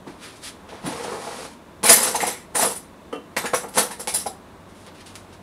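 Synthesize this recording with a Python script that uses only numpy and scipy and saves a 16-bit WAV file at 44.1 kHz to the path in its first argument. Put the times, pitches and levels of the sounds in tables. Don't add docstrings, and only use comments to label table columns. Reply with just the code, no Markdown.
import sys
import numpy as np
from scipy import signal
from scipy.fft import rfft, irfft, next_fast_len
from scipy.io import wavfile

SR = 44100
rng = np.random.default_rng(int(sys.argv[2]) if len(sys.argv) > 2 else 0)


def file_out(sig):
    cols = np.atleast_2d(sig).T
    lim = np.clip(cols, -1, 1)
    pcm = np.round(lim * 32767).astype(np.int16)
    wavfile.write(sys.argv[1], SR, pcm)


N = 239264

# frequency in Hz, density in relative dB per Hz.
HUM_SPECTRUM = [(12, -55), (20, -18.5), (87, -2.5), (124, -10.5), (181, -2), (393, -5.5), (427, -10),
                (663, -8), (736, -12.5), (1030, -9.5), (1270, -15.5), (3000, -26.5), (3900, -64),
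                (6600, -120)]
# frequency in Hz, density in relative dB per Hz.
AIR_SPECTRUM = [(1760, -35), (3000, -11), (3510, -4.5), (4890, -12.5), (9260, -14), (9980, -13.5),
                (11000, -17), (15500, -22.5)]
HUM_DB, AIR_DB = -45.5, -60.5
LATE_HUM_HZ, LATE_HUM_WIDTH_HZ, LATE_HUM_DB = 95.5, 4.6, -58
LATE_HUM_FROM_S, LATE_HUM_RISE_S = 3.9, .4
# frequency in Hz, time to fall 60 dB in seconds.
ROOM_DECAY = [(200, 0.26), (1000, 0.25), (4000, 0.26), (10000, 0.2), (15000, 0.25)]

# top in seconds, hiss level in dB,
# build-up in ms per 20 dB, fading in ms per 20 dB, hold in ms, rumble against hiss in dB, brightness in dB.
RUBS = [(0.076, -42.5, 18, 140, 1, -4, -4.5), (0.239, -34, 54, 162, 1, -10, -3.5),
        (0.365, -53, 40, 47, 7.8, -8, 7), (0.44, -34.5, 29, 29, 50, -27, 1.5),
        (0.56, -64.5, 60, 60, 120, 18.5, 2), (0.69, -39.5, 8, 100, 20, -2, -7),
        (0.74, -44, 28, 150, 30, 6.5, -6), (0.866, -31.5, 48, 198, 1, 3.5, -2.5),
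        (0.9, -40, 67, 120, 257, 9, 2), (1.22, -40, 86, 64.5, 237, 7.5, 2.5),
        (1.5, -51, 40, 57, 32, -2, 1.5), (4.7, -62, 20, 60, 18, -11, 4), (4.77, -56.5, 42, 60, 97, -9.5, 4),
        (4.886, -40.5, 64, 29, 0.89, -4.5, -10.5), (5.014, -40.5, 107, 34, 1, -18, -7.5),
        (5.067, -41.5, 22, 90, 11, -25, -1), (5.156, -47.5, 26, 100, 1, 3, 3),
        (5.35, -48.5, 192, 48, 1, -8, -7)]
# frequency in Hz, density in relative dB per Hz.
SWISH = [(530, -35), (900, -35.5), (1200, -1), (2360, -2.5), (3180, -2), (3540, -2), (4770, -2.5),
         (7150, -7), (10100, -4), (15500, -33.5)]
# time in seconds, level in dB, chatter decay in ms.
SET_DOWN = [(3.129, -23, 19.2), (3.159, -26.5, 6.4)]
# frequency in Hz, width of one filter pass in Hz, level in dB.
LAID_MODES = [(282, 42, 5), (429, 220, 6), (735, 55, -7), (1223, 230, -3), (2750, 120, -8.5),
              (3000, 250, -6)]
# start in seconds, level in dB,
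# scuff against tick in dB, scuff decay in ms.
TICKS = [(0.6864, -48, -12, 12), (1.0342, -24.5, -9.5, 15), (1.832, -13, -11, 6.8), (2.145, -19, -3.5, 7.4),
         (3.3654, -22, -16, 21), (3.444, -23, -10, 8.7), (3.5365, -13, -10, 4.3), (3.74, -25.5, -12, 12),
         (4.0742, -9.5, -21, 10.0), (4.6894, -42.5, -10, 11), (4.749, -40.5, -15, 18),
         (4.8657, -29, -10, 5.7), (4.9485, -36, -11, 10.0), (5.006, -37, -7, 8.4), (5.0624, -28.5, -10, 7),
         (5.1553, -19, -12, 6), (5.3283, -37, -10, 11)]
# top in seconds, steel rattle in dB, build-up in ms per 20 dB
# (at least 1 is used), settling in ms per 20 dB, hold in ms, tray rumble against rattle in dB.
STIRS = [(1.838, -21, 5.5, 105, 24, 2.5), (1.895, -2.5, 22, 92, 7.2, -10.5), (1.982, -18, 24, 110, 99, -6),
         (2.162, -26.5, 12, 83, 63, -2.5), (2.274, -19.5, 22, 78, 7.9, -7.5),
         (2.55, -24.5, 6.5, 99, 58, 0.5), (2.628, -15, 45, 117, 3.8, -5.5),
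         (3.372, -26.5, -3, 158, 5.4, -2), (3.545, -28, 28, 150, 5, -19),
         (3.784, -9.5, 33.5, 76, 3.2, -6.5), (4.011, -28, 31, 48, 5, -10), (4.084, -29.5, 12, 100, 15, -25),
         (4.147, -20, 19, 111, 5.4, -14), (4.274, -33, 39, 46.5, 5, -19)]

# time in seconds, level in dB, panel pitch in Hz,
# panel share in dB, chatter decay in ms.
KNOCKS = [(0.069, -27, 305, 1, 20), (0.724, -31, 470, 5, 11), (0.84, -29.5, 165, 8.5, 38),
          (0.867, -29, 270, 11, 19), (1.042, -23, 480, -3, 23), (1.115, -27.5, 450, 2.5, 36),
          (1.159, -34.5, 950, 7, 10), (1.271, -21, 694, -3, 8.4), (1.832, -21.5, 476, 2.5, 13),
          (1.91, -7.5, 743, 8.5, 3.7), (2.145, -22, 870, 10, 14), (2.231, -13.5, 810, 7.5, 7.6),
          (2.555, -13, 447, -21, 7.6), (2.591, -15.5, 851, 5, 8), (2.629, -15, 760, 11.5, 7.2),
          (2.719, -20.5, 820, 6, 5.6), (3.368, -12, 564, -8, 7.7), (3.442, -13.5, 430, -13, 12.3),
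          (3.536, -6, 493, -15, 12), (3.636, -21, 505, -9, 16.6), (3.774, -7, 452, -14, 7.9),
          (3.828, -38, 519, -3, 7), (3.902, -30, 940, 3, 18), (3.998, -23.5, 493, -3, 8.8),
          (4.075, -19, 830, -1, 11.7), (4.14, -26, 730, 0, 12), (4.262, -14.5, 780, 1.5, 7.5)]
# frequency in Hz, width in Hz (at least 70 is used), level in dB.
TRAY_MODES = [(198.4, 30, -10.5), (470, 33, 30), (851, 320, 13.5), (1740, 38, -11.5), (1950, 19, 8),
              (2160, 29, -21)]
# frequency in Hz, density in relative dB per Hz.
WOOD = [(53, -63.5), (90, -26.5), (199, -1.5), (319, -10.5), (498, 0.5), (588, -6.5), (845, -0.5),
        (1390, -9), (2500, -17.5), (3250, -27), (5500, -120)]
# time in seconds, level in dB, small piece's pitch in Hz and ring in dB,
# large piece's pitch in Hz and ring in dB, handle pitch in Hz, clack in dB, chatter decay in ms.
CLINKS = [(0.8616, -24.5, 9640, 3.5, 3900, -13, 1570, -5, 16),
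          (1.8388, -11, 9600, 9, 4330, -11, 1980, -11, 11),
          (1.8557, -5.5, 10490, -3, 5200, -17, 2160, -10, 36),
          (1.8926, -7, 9560, 10, 6960, -2, 2130, -3.5, 36),
          (1.93, -2.5, 10900, 7.5, 7640, -1, 1800, -9.5, 13),
          (1.9638, -14, 11000, -4, 7900, -6, 1970, -20, 7.3),
          (2.029, -6, 10300, -1, 6100, -12, 1860, -13, 17.5),
          (2.0744, -10.5, 9700, -12, 6150, -20, 1530, -14, 26),
          (2.155, -7, 10200, -8, 6000, -9, 1900, -15.5, 11),
          (2.204, -18, 10100, -12, 7600, -9.5, 2020, -2, 70),
          (2.2674, -18.5, 10450, 8, 6800, -14, 1970, -26, 18),
          (2.5537, -11, 9400, 3, 6200, -15, 1750, -9.5, 23.5),
          (2.5798, -14, 10340, 2.5, 5880, -6, 1600, -19, 26),
          (2.612, -8, 11260, -6, 7300, -12, 1800, -10.5, 27),
          (2.6494, -14.5, 9870, 7, 4910, -24, 1340, -5, 14),
          (2.699, -21, 10340, 2, 4870, -23, 1310, -13, 28),
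          (2.7581, -23.5, 10140, 3.5, 8650, -8, 1320, -12, 16.6),
          (3.368, -12.5, 10900, -17, 4700, -9, 2000, 3.5, 10),
          (3.3802, -11, 11800, -9, 3800, -8, 1710, -7, 10),
          (3.458, -18.5, 9360, -7, 6740, -9, 1680, 1.5, 18.7),
          (3.5422, -12, 10300, -3, 6000, -14, 1540, -7.5, 25.5),
          (3.6877, -27, 10700, 1, 4700, -13, 1530, -10, 8.4),
          (3.7452, -31, 10700, -8, 5200, -18, 3170, -7, 34),
          (3.7788, -7.5, 10300, 3, 4330, -15, 1390, -6, 23),
          (3.9104, -21, 9900, -7.5, 5150, -18, 1770, -7.5, 23.6),
          (3.9992, -20, 10100, 2.5, 5330, -13, 1530, -12.5, 12),
          (4.0757, -14, 10070, -4, 5870, -13, 2360, -10.5, 30),
          (4.142, -15.5, 9960, 11.5, 5200, -2, 1850, -35, 20),
          (4.1991, -25.5, 10200, 6, 5380, 2.5, 3020, -22, 16),
          (4.265, -20, 10000, 0.5, 5130, -5, 1380, -30, 14.7)]
# frequency in Hz, width in Hz (struck heap: at least 95;
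# the jangle sets its own), level in dB.
STEEL_MODES = [(3500, 100, -17.5), (4010, 150, -3), (4970, 60.2, -2), (5550, 30, -26.5), (5610, 10, -4),
               (6100, 91, -3), (7220, 23, -16.5), (7610, 74, -21.5), (7660, 66, 3), (8200, 30, -4),
               (9380, 20, -1.5), (10300, 99, -18.5), (10900, 36, -13.5), (11630, 74, 1), (12500, 39, -4.5),
               (12500, 44, -13), (13450, 83, -21), (14260, 28, -29), (14800, 140, -39.5)]
# frequency in Hz, density in relative dB per Hz.
CRACK = [(710, -36.5), (1200, -7.5), (2140, -2), (2330, -26), (2570, -4), (4340, -4.5), (7810, -4.5),
         (8420, -0.5), (9080, 3), (10200, -1.5), (15500, -31)]
# multiple of its pitch, level in dB.
PIECE_MODES = [(1.1, -11.5), (1.0, -0.5), (0.78, -14)]
EDGE_HZ = 15680


def gain_of(db):
    return 10 ** (np.asarray(db) / 20)


def evened(x):
    return x / np.sqrt(np.mean(x ** 2) + 1e-20)


def read(points, hz):
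    f, value = np.transpose(points)
    return np.interp(np.log(hz + 1), np.log(f + 1), value)


def coloured(x, spectrum):
    size = next_fast_len(len(x))
    shape = evened(gain_of(read(spectrum, np.fft.rfftfreq(size, 1 / SR))))
    return irfft(rfft(x, size) * shape, size)[:len(x)]


def resonate(x, hz, width):
    r = np.exp(-np.pi * max(width, 3) / SR)
    y = signal.lfilter([1, 0, -1], [1, -2 * r * np.cos(2 * np.pi * hz / SR), r * r], x)
    return y * np.sqrt((1 - r * r) / 2)


def low_pass(x, hz):
    return signal.lfilter(*signal.butter(2, hz, fs=SR), x)


def grit(per_s, spread_db):
    size = gain_of(spread_db * np.minimum(rng.exponential(1, N), 4)) * rng.choice([-1., 1.], N)
    return evened(size * (rng.random(N) < per_s / SR))


def burst(chatter_ms, rise_ms, tick_db):
    ms = np.arange(round(.25 * SR)) / SR * 1000
    swell = 1 - np.exp(-ms / max(rise_ms, .1))
    decay = np.exp(-ms / max(chatter_ms, 1))
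    return rng.standard_normal(len(ms)) * swell * decay + gain_of(tick_db) * (ms == 0)


def add(mix, s, sound):
    part = mix[round(s * SR):][:len(sound)]
    part += sound[:len(part)]


def strokes(rows):
    ms = np.arange(N) / SR * 1000
    envelopes = []
    for s, db, up, down, held in rows:
        before = np.maximum((1000 * s - ms) / max(up, 1), 0)
        after = np.maximum((ms - 1000 * s - held) / max(down, 1), 0)
        envelopes.append(gain_of(db - 20 * before - 20 * after))
    return np.array(envelopes)


def summed(envelopes, db=0):
    return np.linalg.norm(envelopes * np.reshape(gain_of(db), (-1, 1)), axis=0)


def level_sum(modes):
    return np.linalg.norm(gain_of([db for _, _, db in modes]))


def body(drive, modes, least_width, wander_db, wander_s):
    out, step = np.zeros(N), wander_s * SR
    for hz, width, db in modes:
        knots = rng.standard_normal(int(N / step) + 2)
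        wander = np.interp(np.arange(N) / step, np.arange(len(knots)), knots)
        moving_drive = drive * evened(gain_of(wander_db * wander))
        out += gain_of(db) * resonate(moving_drive, hz, max(width, least_width))
    return out / level_sum(modes)


def tray(drive):
    modes = body(drive, TRAY_MODES, least_width=70, wander_db=6, wander_s=.04)
    return gain_of(1.5) * coloured(drive, WOOD) + gain_of(-10.5) * modes


def steel(drive):
    modes = body(drive, STEEL_MODES, least_width=95, wander_db=7, wander_s=.02)
    return gain_of(-3.5) * coloured(drive, CRACK) + gain_of(-15.0) * modes


def jangle(rattle, per_s, width):
    pings = np.zeros(N)
    for hz, _, db in STEEL_MODES:
        pings += gain_of(db) * resonate(rattle * grit(per_s, spread_db=3.0), hz, width)
    return pings / level_sum(STEEL_MODES)


def ring(x, hz, width):
    near = hz * (1 + 0.042 * rng.standard_normal(2))
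    neighbours = sum(resonate(x, min(f, 15500), width) for f in near)
    return 0.38 * resonate(x, hz, width) + 0.55 * neighbours


def hum():
    t = np.arange(N) / SR
    waves = [np.sin(2 * np.pi * (f * t + rng.random())) for f in np.geomspace(.3, 6, num=16)]
    swell = evened(sum(waves))
    hiss = gain_of(AIR_DB) * coloured(rng.standard_normal(N), AIR_SPECTRUM)
    return gain_of(HUM_DB + 0.15 * swell) * coloured(rng.standard_normal(N), HUM_SPECTRUM) + hiss


def late_hum():
    fade_in = np.clip((np.arange(N) / SR - LATE_HUM_FROM_S) / LATE_HUM_RISE_S, 0, 1)
    tone = resonate(rng.standard_normal(N), LATE_HUM_HZ, LATE_HUM_WIDTH_HZ)
    return gain_of(LATE_HUM_DB) * fade_in * tone


def kitchen(x):
    taps = np.zeros(SR // 2)
    at = np.arange(200, len(taps) - 12, 12)
    taps[at + rng.integers(0, 12, len(at))] = rng.choice([-1., 1.], len(at))
    hz, t, bands = signal.stft(taps, SR, nperseg=256)
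    t60 = np.maximum(read(ROOM_DECAY, hz), .02)[:, None]
    tail = signal.istft(bands * gain_of(-60 * t / t60), SR, nperseg=256)[1]
    return signal.fftconvolve(x, tail / np.linalg.norm(tail))[:N]


def rubbing():
    rubs = strokes([row[:5] for row in RUBS])
    rumble_db, bright_db = np.transpose(RUBS)[5:]
    swish = coloured(grit(12000, spread_db=-1.5), SWISH)
    dull = low_pass(swish, 5000)
    hiss = summed(rubs) * dull + summed(rubs, bright_db) * (swish - dull)
    rumble = tray(summed(rubs, rumble_db - 7.0) * grit(2500, spread_db=3.5))
    return gain_of(-3.0) * hiss + rumble


def set_down():
    blows, rung = np.zeros(N), np.zeros(N)
    for s, db, chatter_ms in SET_DOWN:
        add(blows, s - .0025, gain_of(db - 9.5) * burst(chatter_ms, rise_ms=0.97, tick_db=1))
    size = np.linalg.norm(blows)
    for hz, width, db in LAID_MODES:
        mode = resonate(resonate(blows, hz, width), hz, width)
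        rung += gain_of(db) * size * mode / np.linalg.norm(mode)
    edge, thud = coloured(blows, SWISH), coloured(blows, WOOD)
    return gain_of(-9) * edge + gain_of(0.5) * rung + gain_of(4.5) * thud


def ticks():
    out = np.zeros(N)
    for s, db, scuff_db, scuff_ms in TICKS:
        add(out, s, gain_of(db + 4 + scuff_db) * burst(scuff_ms, rise_ms=5.5, tick_db=-scuff_db))
    return coloured(out, SWISH)


def stirring():
    pushes = gain_of(-6.5) * strokes([row[:5] for row in STIRS])
    rattle = summed(pushes)
    drag = summed(pushes, [row[-1] for row in STIRS])
    slide = steel(rattle * grit(7700, spread_db=4.5))
    pings = gain_of(-6.5) * jangle(rattle, per_s=35, width=80)
    return slide + pings + tray(drag * grit(900, spread_db=2.5))


def knocks():
    boards, panel = np.zeros(N), np.zeros(N)
    for s, db, hz, panel_db, chatter_ms in KNOCKS:
        blow = gain_of(db - 5.5) * burst(chatter_ms, rise_ms=4.0, tick_db=9)
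        add(boards, s - .0015, blow)
        add(panel, s - .0015, gain_of(panel_db) * resonate(blow, hz, .18 * hz))
    return tray(boards) + low_pass(panel, 2000)


def clinks():
    heap, pieces = np.zeros(N), np.zeros(N)
    for s, db, small_hz, small_db, large_hz, large_db, handle_hz, clack_db, chatter_ms in CLINKS:
        start = s - .0015
        blow = gain_of(db - 9.0) * burst(chatter_ms, rise_ms=4.4, tick_db=8.0)
        clack = gain_of(db + clack_db - 14.0) * burst(1.02 * chatter_ms, rise_ms=0.49, tick_db=12)
        add(heap, start, blow)
        for pitch, ring_db in (small_hz, small_db), (large_hz, large_db):
            for times, mode_db in PIECE_MODES:
                hz = times * pitch
                add(pieces, start, gain_of(ring_db + mode_db) * ring(blow, hz, max(.009 * hz, 60)))
        handle = gain_of(0.5) * ring(clack, handle_hz, 150)
        add(pieces, start, handle + resonate(clack, 1800, 1300))
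    return steel(heap) + pieces


def scene():
    handled = rubbing() + set_down() + ticks() + stirring() + knocks() + clinks()
    room = gain_of(-7.5) * kitchen(handled)
    return (hum() + late_hum() + room + gain_of(-0.5) * handled)[None]


def record(dry):
    full = dry / (1 + np.abs(dry / .9) ** 6) ** (1 / 6)
    band = signal.firwin(1023, EDGE_HZ, window=("kaiser", 11), fs=SR)
    return signal.oaconvolve(full, band[None], "same")


dry = scene()
out = record(dry)
file_out(out)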